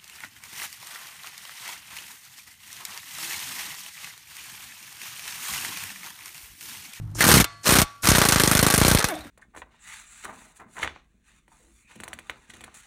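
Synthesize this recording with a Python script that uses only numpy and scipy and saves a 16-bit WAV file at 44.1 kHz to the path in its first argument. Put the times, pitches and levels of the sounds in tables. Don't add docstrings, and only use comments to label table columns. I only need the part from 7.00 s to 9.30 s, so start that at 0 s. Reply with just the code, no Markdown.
import sys
import numpy as np
from scipy import signal
from scipy.fft import rfft, irfft
from scipy.io import wavfile
from scipy.ndimage import uniform_filter1d

SR = 44100
rng = np.random.default_rng(int(sys.argv[2]) if len(sys.argv) > 2 else 0)


def inscribe(sig):
    pcm = np.round(np.clip(np.atleast_2d(sig).T, -1, 1) * 32767)
    wavfile.write(sys.argv[1], SR, pcm.astype(np.int16))


def volts(x):
    e = np.asarray(x, float) / 20
    return 10 ** e


N = 101429

# (frequency [Hz], level [dB])
HUM = [(46, -44), (107, -33), (154, -42), (208, -50), (305, -57)]
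# (frequency [Hz], level [dB])
RUMBLE = [(18, -40), (30, -11), (123, -6.5), (430, -41), (1030, -37.5), (1780, -46), (7000, -74),
          (11700, -102), (19800, -120)]
RUMBLE_DB = -37.5
# (time [s], level [dB])
DUCK = [(.18, -2.5), (.23, -12), (.6, -24.5), (1.0, -31), (2.3, -29)]
SHOP_T60_S, SHOP_DB, WALL_CUT_HZ = .52, -27.5, 6400

# (time [s], level [dB])
AIR = [(.148, -65), (.152, -58), (.185, -34), (.21, -22), (.41, -9.5), (.43, -27), (.46, -84), (.63, -55),
       (.645, -32.5), (.665, -16), (.825, -12.5), (.85, -51), (1.02, -55), (1.04, -17), (1.2, -15.5),
       (1.95, -12.5), (2.06, -24), (2.1, -20), (2.3, -36)]
# (frequency [Hz], level per Hz [dB])
HISS = [(100, -31), (170, -4.5), (778, -12.5), (1570, -6), (4920, -16), (9580, -19), (16000, -16.5)]
STALL_SHARE, STALL_DB, CHOKE_ABOVE_HZ = 0.64, -11, 2600

# (time [s], peak [dB], centre [Hz], sharpness [1], t60 [s])
CLANKS = [
    (0.149, -28, 6840, 1.7, 0.86),
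    (0.154, -25, 770, 0.7, 0.025),
    (0.152, -29.5, 305, 7.5, 0.74),
    (0.208, -0.5, 1860, 6.1, 0.09),
    (0.23, -7.5, 1220, 1.4, 0.15),
    (0.4, -15, 1040, 2.8, 0.092),
    (1.038, -18.5, 79, 1.5, 0.22),
    (2.003, -12, 1400, 1.6, 0.16),
    (2.144, -23.5, 696, 4, 0.29),
]
# (time [s], peak [dB], centre [Hz], sharpness [1], t60 [s])
LOW_THUDS = [
    (2.154, -28.5, 152, 1.5, 0.14),
    (2.19, -35, 70, 2, .4),
    (2.255, -27.5, 260, 2.5, .1),
]
# (time [s], peak [dB], centre [Hz], sharpness [1], t60 [s])
CHINKS = [
    (1.0525, -10, 1610, 2.7, 0.027),
    (2.085, -18, 9900, 8., 0.045),
    (2.102, -29, 2200, 23, .25),
    (2.109, -26, 11500, 5., .04),
    (2.11, -32, 3520, 30., .3),
    (2.151, -27, 8600, 8., .05),
    (2.155, -36.5, 3710, 34, .3),
    (2.208, -33.5, 4050, 10., 0.11),
    (2.243, -40, 8400, 10., .04),
]
# (time [s], peak [dB], centre [Hz], sharpness [1], t60 [s])
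OPENINGS = [
    (.630, -19, 6500, 1.4, 0.3),
    (1.019, -15, 7960, 0.92, 0.35),
]
OPENING_SWELL_T60_S = 0.092

# (time [s], vane pitch [Hz], level [dB])
SPIN = [
    (1.96, 405.5, -62),
    (2.0, 439.4, -36),
    (2.065, 515, -38),
    (2.085, 449, -41),
    (2.105, 387.3, -34.5),
    (2.137, 307.5, -31),
    (2.2, 309.3, -43),
    (2.26, 298.5, -47),
    (2.3, 280, -54),
]
# (multiple [1], level [dB])
SPIN_ORDERS = [(1, -3), (2, 2), (3, -9), (4, -13), (5, -15)]
SPIN_WOBBLE_DB = 2
# (time [s], level [dB])
OVERTONES = [(2.07, -16), (2.088, 3), (2.125, 2), (2.15, -14)]

# (frequency [Hz], level [dB], t60 [s])
RING = [
    [(1140, 0, .8), (1384, -10, .8), (1709, -7, .7), (1986, -7, .6), (2546, -15, .5), (690, -8, .5),
     (4357, -6, .9)],
    [(673, -12, .3), (835, -12, .4), (1141, 0, .8), (1384, -13, 1.5), (1561, -13, .35), (1890, -18, .43),
     (2546, -15, .65), (4355, -19, .56)],
]
RING_DB = [-41, -37]
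BOLT_SHIFT_S, LOOSE_S, LOOSE_DB = .63, 1.97, -9
# (frequency [Hz], level [dB], t60 [s])
SOCKET = [(834, -6, .1), (1140, -3, .12), (1249, -5, .1), (1389, -4, .12), (1580, -3, .09), (2030, -4, .1),
          (2213, -5, .1), (2520, -8, .12), (3130, -6, .09), (3540, -6, .12), (3700, -12, .12),
          (4010, -10, .12), (4360, -6, .12), (5780, -8, .1)]
SOCKET_DB, SOCKET_SCATTER_DB = -26, 4

# (time [s], crack peak [dB], thump [dB], mid-turn rattle [dB])
BURST_1 = [
    (0.2052, -5.5, -31, -1.5),
    (0.2388, -15.5, -27, 5),
    (0.2652, -11.5, -17, 4),
    (0.2868, -2.5, -16.5, -1.5),
    (0.3132, -1.5, -16.5, -7),
    (0.338, 0, -9.5, -4.5),
    (0.3684, -12, -12, -3),
    (0.3986, -9, -16.5, -12),
]
BURST_2 = [
    (0.6685, -7, -31, -4),
    (0.6889, -5, -18.5, 1),
    (0.72, -5, -17.5, -3),
    (0.7521, -5, -20.5, -3),
    (0.7841, -2.5, -14, -8.5),
    (0.815, -5, -20, -23),
]
LONG_RUN = [(1.0861, -1, -12.5, -5.5), (1.1146, -9, -15, 1), (1.1484, -5.5, -20.5, -3),
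            (1.1806, -3, -16, -7.5), (1.2146, -3.5, -18, -3.5), (1.2502, -5, -22.5, -9),
            (1.2851, -4.5, -20, -9), (1.3206, -5.5, -20, -7.5), (1.3575, -5.5, -19, -6),
            (1.3963, -6, -19, -4), (1.434, -5.5, -17.5, -5), (1.474, -6, -17.5, -6), (1.512, -6, -18, -5),
            (1.5493, -6, -18, -2), (1.5899, -2.5, -17.5, -16.5), (1.6262, -4.5, -14, -9),
            (1.6636, -3.5, -16.5, -8.5), (1.7, -3.5, -28, -6.5), (1.7378, -2.5, -18, -7.5),
            (1.777, -5.5, -17, -4.5), (1.8129, -5, -14, -5.5), (1.8469, -5.5, -16.5, -1),
            (1.8787, -7, -18, -2.5), (1.9119, -6, -14, -6), (1.9469, -5, -13.5, -9), (1.9842, -7, -27, -13),
            (2.041, -7, -22.5, -12.5)]
# (delay [s], squareness [0-1])
LANDING = [(-0.0, 0.0), (0.0013, 1.0), (-0.001, 0.4), (-0.0012, 0.2), (-0.0012, 0.0), (0.0006, 0.3),
           (0.0003, 0.6), (0.0007, 0.0), (0.0022, 0.6), (0.0002, 0.8), (0.0003, 0.0), (0.0011, 0.1),
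           (0.0003, 0.2), (0.0029, 1.0), (-0.0007, 0.0), (0.0003, 1.0), (-0.0, 0.0), (0.0011, 0.7),
           (0.0002, 0.6), (0.0005, 0.2), (0.001, 0.6), (0.0003, 0.0), (0.001, 1.0), (0.001, 0.3),
           (0.0005, 0.2), (0.0012, 0.3), (0.0012, 0.5), (0.0017, 1.0), (-0.0012, 0.0), (0.0007, 0.6),
           (0.0016, 0.6), (0.0014, 0.5), (0.0006, 0.8), (-0.0008, 0.0), (0.0009, 1.0), (0.0012, 0.0),
           (0.0016, 1.0), (0.0002, 0.0), (0.0006, 1.0), (0.0004, 0.3), (0.0008, 0.9)]
REBOUND_THUMP_DB = [-8, -16, -26]
THUMP_T60_S, THUMP_DB, THUMP_CUT_HZ = 0.076, 8, 46
THUMP_START_S, THUMP_SWINGS_PER_OCTAVE = .0011, .44
GLANCE_START_S, GLANCE_SWINGS_PER_OCTAVE = .002, .7
KNOCK_HZ, KNOCK_T60_S, KNOCK_DB = 520, .014, -5

# (time [s], peak [dB])
KNOCKS = [(0.1899, -25.5), (0.4421, -6.5), (0.6428, -26), (0.6568, -15), (1.032, -24), (1.0395, -23),
          (1.9727, -16), (1.0545, -13), (1.0715, -1.5), (2.0251, -11.5), (2.0858, -17), (2.002, -14)]
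# (time [s], peak [dB])
FAINT_TICKS = [
    (0.098, -62),
    (0.534, -57),
    (2.152, -34),
    (2.209, -39),
]
# (delay [s], level [dB])
BOUNCES = [(.002, -16.5), (.0066, -9.5), (.011, -23.5)]
# (share of the turn [1], level [dB])
RATTLE = [(.45, -6.5), (.55, -7), (.65, -8.5)]
# (frequency [Hz], level per Hz [dB])
STEEL = [(180, -38.5), (300, 4.5), (787, 4), (1580, 4.5), (1840, 0.5), (4230, -3), (4910, -5), (9550, -6),
         (16000, -9)]
# (frequency [Hz], width [Hz], level [dB])
BODY = [(1240, 42, -3), (4190, 340, 7.5), (5960, 2150, 12.5), (8490, 600, 15), (9450, 650, 15.5),
        (11550, 1550, 7.5)]
BODY_DB = -12
CONTACT_LAG_S, TURN_MAX_S = .0012, .04
SNAP_T60_S, SNAP_DB = 0.005, -4
CRACK_T60_S, RATTLE_T60_S, CRACK_DB = 0.026, 0.039, -5.5
PATCH_EDGES_HZ = [500, 900, 1600, 2800, 5000, 8000]
PATCH_DB = 3
LIMIT_PEAK, CUTOFF_HZ = .56, 16400


def rms_one(x):
    return x / np.sqrt(np.mean(x ** 2) + 1e-20)


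def in_time(rows):
    s, *columns = np.transpose(rows)
    return [np.interp(np.arange(N) / SR, s, c) for c in columns]


def drift(rate_hz):
    r = np.exp(-2 * np.pi * rate_hz / SR)
    return rms_one(signal.lfilter([1], [1, -2 * r, r * r], rng.standard_normal(N + SR))[SR:])


def colour(x, points):
    hz = np.maximum(np.fft.rfftfreq(4096, 1 / SR), 10)
    table_hz, table_db = np.transpose(points)
    level_db = np.interp(np.log(hz), np.log(table_hz), table_db)
    cepstrum = irfft(np.log(volts(level_db)))
    cepstrum[1:2048] *= 2
    cepstrum[2049:] = 0
    shape = irfft(np.exp(rfft(cepstrum)))
    return signal.fftconvolve(x, shape / np.sqrt(np.sum(shape ** 2)))[:len(x)]


def train(s, gain):
    out = np.zeros(N + SR)
    np.add.at(out, (np.asarray(s) * SR).astype(int), gain)
    return out[:N] + 1e-18


def dying(clicks, t60):
    return signal.lfilter([1], [1, -volts(-60 / (t60 * SR))], clicks)


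def butter(x, hz, kind="low"):
    return signal.sosfilt(signal.butter(2, hz, kind, fs=SR, output="sos"), x)


def lows_of(x, hz):
    return signal.sosfiltfilt(signal.butter(2, hz, fs=SR, output="sos"), x)


def housing(x):
    out = x.copy()
    for hz, width, level_db in BODY:
        r = np.exp(-np.pi * max(width, 30) / SR)
        poles = [1, -2 * r * np.cos(2 * np.pi * hz / SR), r * r]
        out += volts(BODY_DB + level_db) * signal.lfilter([(1 - r * r) / 2, 0, (r * r - 1) / 2], poles, x)
    return rms_one(out) * np.std(x)


def blows():
    s, crack_db, thump_db, rattle_db = np.vstack([BURST_1, BURST_2, LONG_RUN]).T
    turn = np.minimum(np.diff(s, append=s[-1] + 1), TURN_MAX_S)
    return s + CONTACT_LAG_S, crack_db, thump_db, rattle_db, turn


def background():
    t = np.arange(N) / SR
    hum = np.zeros(N)
    for hz, db in HUM:
        hum += volts(db + 3 + drift(15)) * np.sin(2 * np.pi * (hz * t + rng.random()))
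    rumble = volts(RUMBLE_DB) * colour(rng.standard_normal(N), RUMBLE)
    return volts(in_time(DUCK)[0]) * (hum + rumble)


def shop(x):
    t = np.arange(SR) / SR
    noise = rng.standard_normal(SR)
    slow = butter(noise, [600, WALL_CUT_HZ], "band") * volts(-60 * t / SHOP_T60_S)
    fast = .5 * noise * volts(-120 * t / SHOP_T60_S)
    tail = (slow + fast) * (t > .008)
    return volts(SHOP_DB) * signal.fftconvolve(x, tail / np.sqrt(np.sum(tail ** 2)))[:N]


def air():
    s, *_, turn = blows()
    s, turn = s[:-1], turn[:-1]
    stall = np.cumsum(train(s + STALL_SHARE * turn, 0.98) - train(s + turn, 0.9283))
    choke = volts(STALL_DB * uniform_filter1d(stall, size=90))
    hiss = housing(colour(rng.standard_normal(N), HISS))
    low = lows_of(hiss, CHOKE_ABOVE_HZ)
    flow = volts(in_time(AIR)[0] + 2.87 * drift(104))
    return flow * (np.sqrt(choke) * low + choke * (hiss - low))


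def clanks():
    out = np.zeros(N)
    for row in CLANKS + LOW_THUDS + CHINKS + OPENINGS:
        s, db, hz, q, t60 = row
        click = train([s], volts(db - 11.5))
        shape = dying(click, t60)
        if row in OPENINGS:
            shape = shape - dying(click, OPENING_SWELL_T60_S)
        band = [hz / (1 + .5 / q), hz * (1 + .5 / q)]
        out += rms_one(butter(rng.standard_normal(N), band, "band")) * shape
    return out


def spin():
    hz, db = in_time(SPIN)
    phase = 2 * np.pi * np.cumsum(hz * (1 + .015 * drift(100))) / SR
    rasp_db = in_time(OVERTONES)[0]
    whine = np.zeros(N)
    for k, level_db in SPIN_ORDERS:
        order_db = level_db + (k > 1) * rasp_db + SPIN_WOBBLE_DB * drift(45)
        whine += volts(order_db) * np.sin(k * phase)
    return volts(db) * (np.arange(N) > SPIN[0][0] * SR) * whine


def ringing():
    s = np.sort(np.append(blows()[0], KNOCKS[1][0]))
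    t = np.arange(N) / SR
    last = np.searchsorted(s, t) - 1
    since, out = t - s[last], np.zeros(N)
    for modes, ring_db, held in zip(RING, RING_DB, (s < BOLT_SHIFT_S, s >= BOLT_SHIFT_S)):
        for hz, level_db, t60 in modes:
            phase = 2 * np.pi * (hz * since + rng.random(len(s))[last] + .01 * drift(20))
            fade = volts(ring_db + level_db - 60 * since / np.clip(t60, .15, 2.5))
            out += held[last] * fade * np.sin(phase)
    return out * (last >= 0) * volts(LOOSE_DB * (t > LOOSE_S))


def socket():
    s, db = np.append(blows()[:2], np.transpose(KNOCKS), axis=1)
    luck, out = rng.standard_normal((len(s), 2, len(SOCKET))), np.zeros(N)
    for k, (hz, level_db, t60) in enumerate(SOCKET):
        r, w = volts(-60 / (t60 * SR)), 2 * np.pi * hz / SR
        strength = volts(db + level_db + SOCKET_SCATTER_DB * luck[:, 1, k])
        clicks = train(s, np.sign(luck[:, 0, k]) * strength)
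        out += signal.lfilter([0, np.sin(w)], [1, -2 * r * np.cos(w), r * r], clicks)
    return volts(SOCKET_DB) * out


def sweep(start, swings):
    t = np.arange(SR // 10) / SR
    return -np.sin(2 * np.pi * swings * np.log2(1 + t / start)) * volts(-60 * t / THUMP_T60_S)


def thumps():
    s, _, db, _, turn = blows()
    t = np.arange(SR // 10) / SR
    note = -np.sin(2 * np.pi * KNOCK_HZ * t) * volts(KNOCK_DB - 60 * t / KNOCK_T60_S)
    crisp = sweep(THUMP_START_S, THUMP_SWINGS_PER_OCTAVE) + note
    soft = sweep(GLANCE_START_S, GLANCE_SWINGS_PER_OCTAVE)
    lag, square = np.transpose(LANDING)
    rebound_db = np.repeat(REBOUND_THUMP_DB, [len(BURST_1), len(BURST_2), len(LONG_RUN)])
    rebound = train(s + turn / 2, volts(db + rebound_db))
    glancing = uniform_filter1d(rebound + train(s + lag, (1 - square) * volts(db)), size=70)
    squarely = train(s + lag, square * volts(db))
    out = signal.fftconvolve(squarely, crisp) + signal.fftconvolve(glancing, soft)
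    return volts(THUMP_DB) * butter(out[:N], THUMP_CUT_HZ, "high")


def cracks():
    s, db, _, rattle_db, turn = blows()
    luck = rng.standard_normal((len(s), 12))
    first = train(s, volts(db))
    for when, peak_db in KNOCKS + FAINT_TICKS:
        first = first + train([when], volts(peak_db))
    sharp = first
    for k, (lag, level_db) in enumerate(BOUNCES):
        bounce_db = db + level_db + 1.5 * luck[:, k + 3]
        sharp = sharp + train(s + lag * (1 + .1 * luck[:, k]), volts(bounce_db))
    soft = np.zeros(N)
    for k, (share, level_db) in enumerate(RATTLE):
        contact_db = db + rattle_db + level_db + 0.74 * luck[:, k + 9]
        soft += train(s + turn * (share + 0.033 * luck[:, k + 6]), volts(contact_db))
    shape = volts(SNAP_DB) * dying(first, SNAP_T60_S) + dying(sharp, CRACK_T60_S) + dying(soft, RATTLE_T60_S)
    shape = signal.fftconvolve(shape, np.full(40, 1 / 40))[:N]
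    grit = rms_one(rng.standard_normal(N) * volts(2.5 * drift(900)))
    return volts(CRACK_DB) * housing(colour(grit * shape, STEEL))


def patchy(x):
    lows = [0 * x] + [lows_of(x, hz) for hz in PATCH_EDGES_HZ] + [x]
    out = np.zeros(N)
    for low, high in zip(lows, lows[1:]):
        out += (high - low) * volts(PATCH_DB * drift(40) - 1)
    return out


def scene():
    tool = patchy(cracks()) + socket() + clanks() + thumps() + air() + spin()
    return (tool + ringing() + shop(tool) + background())[None]


def roll_off(x):
    return signal.sosfilt(signal.butter(12, 16800, fs=SR, output="sos"), x)


def record(dry):
    top = signal.cheby2(12, 70, CUTOFF_HZ + 300, fs=SR, output="sos")
    x = signal.sosfilt(top, dry)
    limited = x / (1 + (x / LIMIT_PEAK) ** 4) ** .25
    mix = signal.sosfilt(top, limited)
    return roll_off(mix)


dry = scene()
out = record(dry)
inscribe(out)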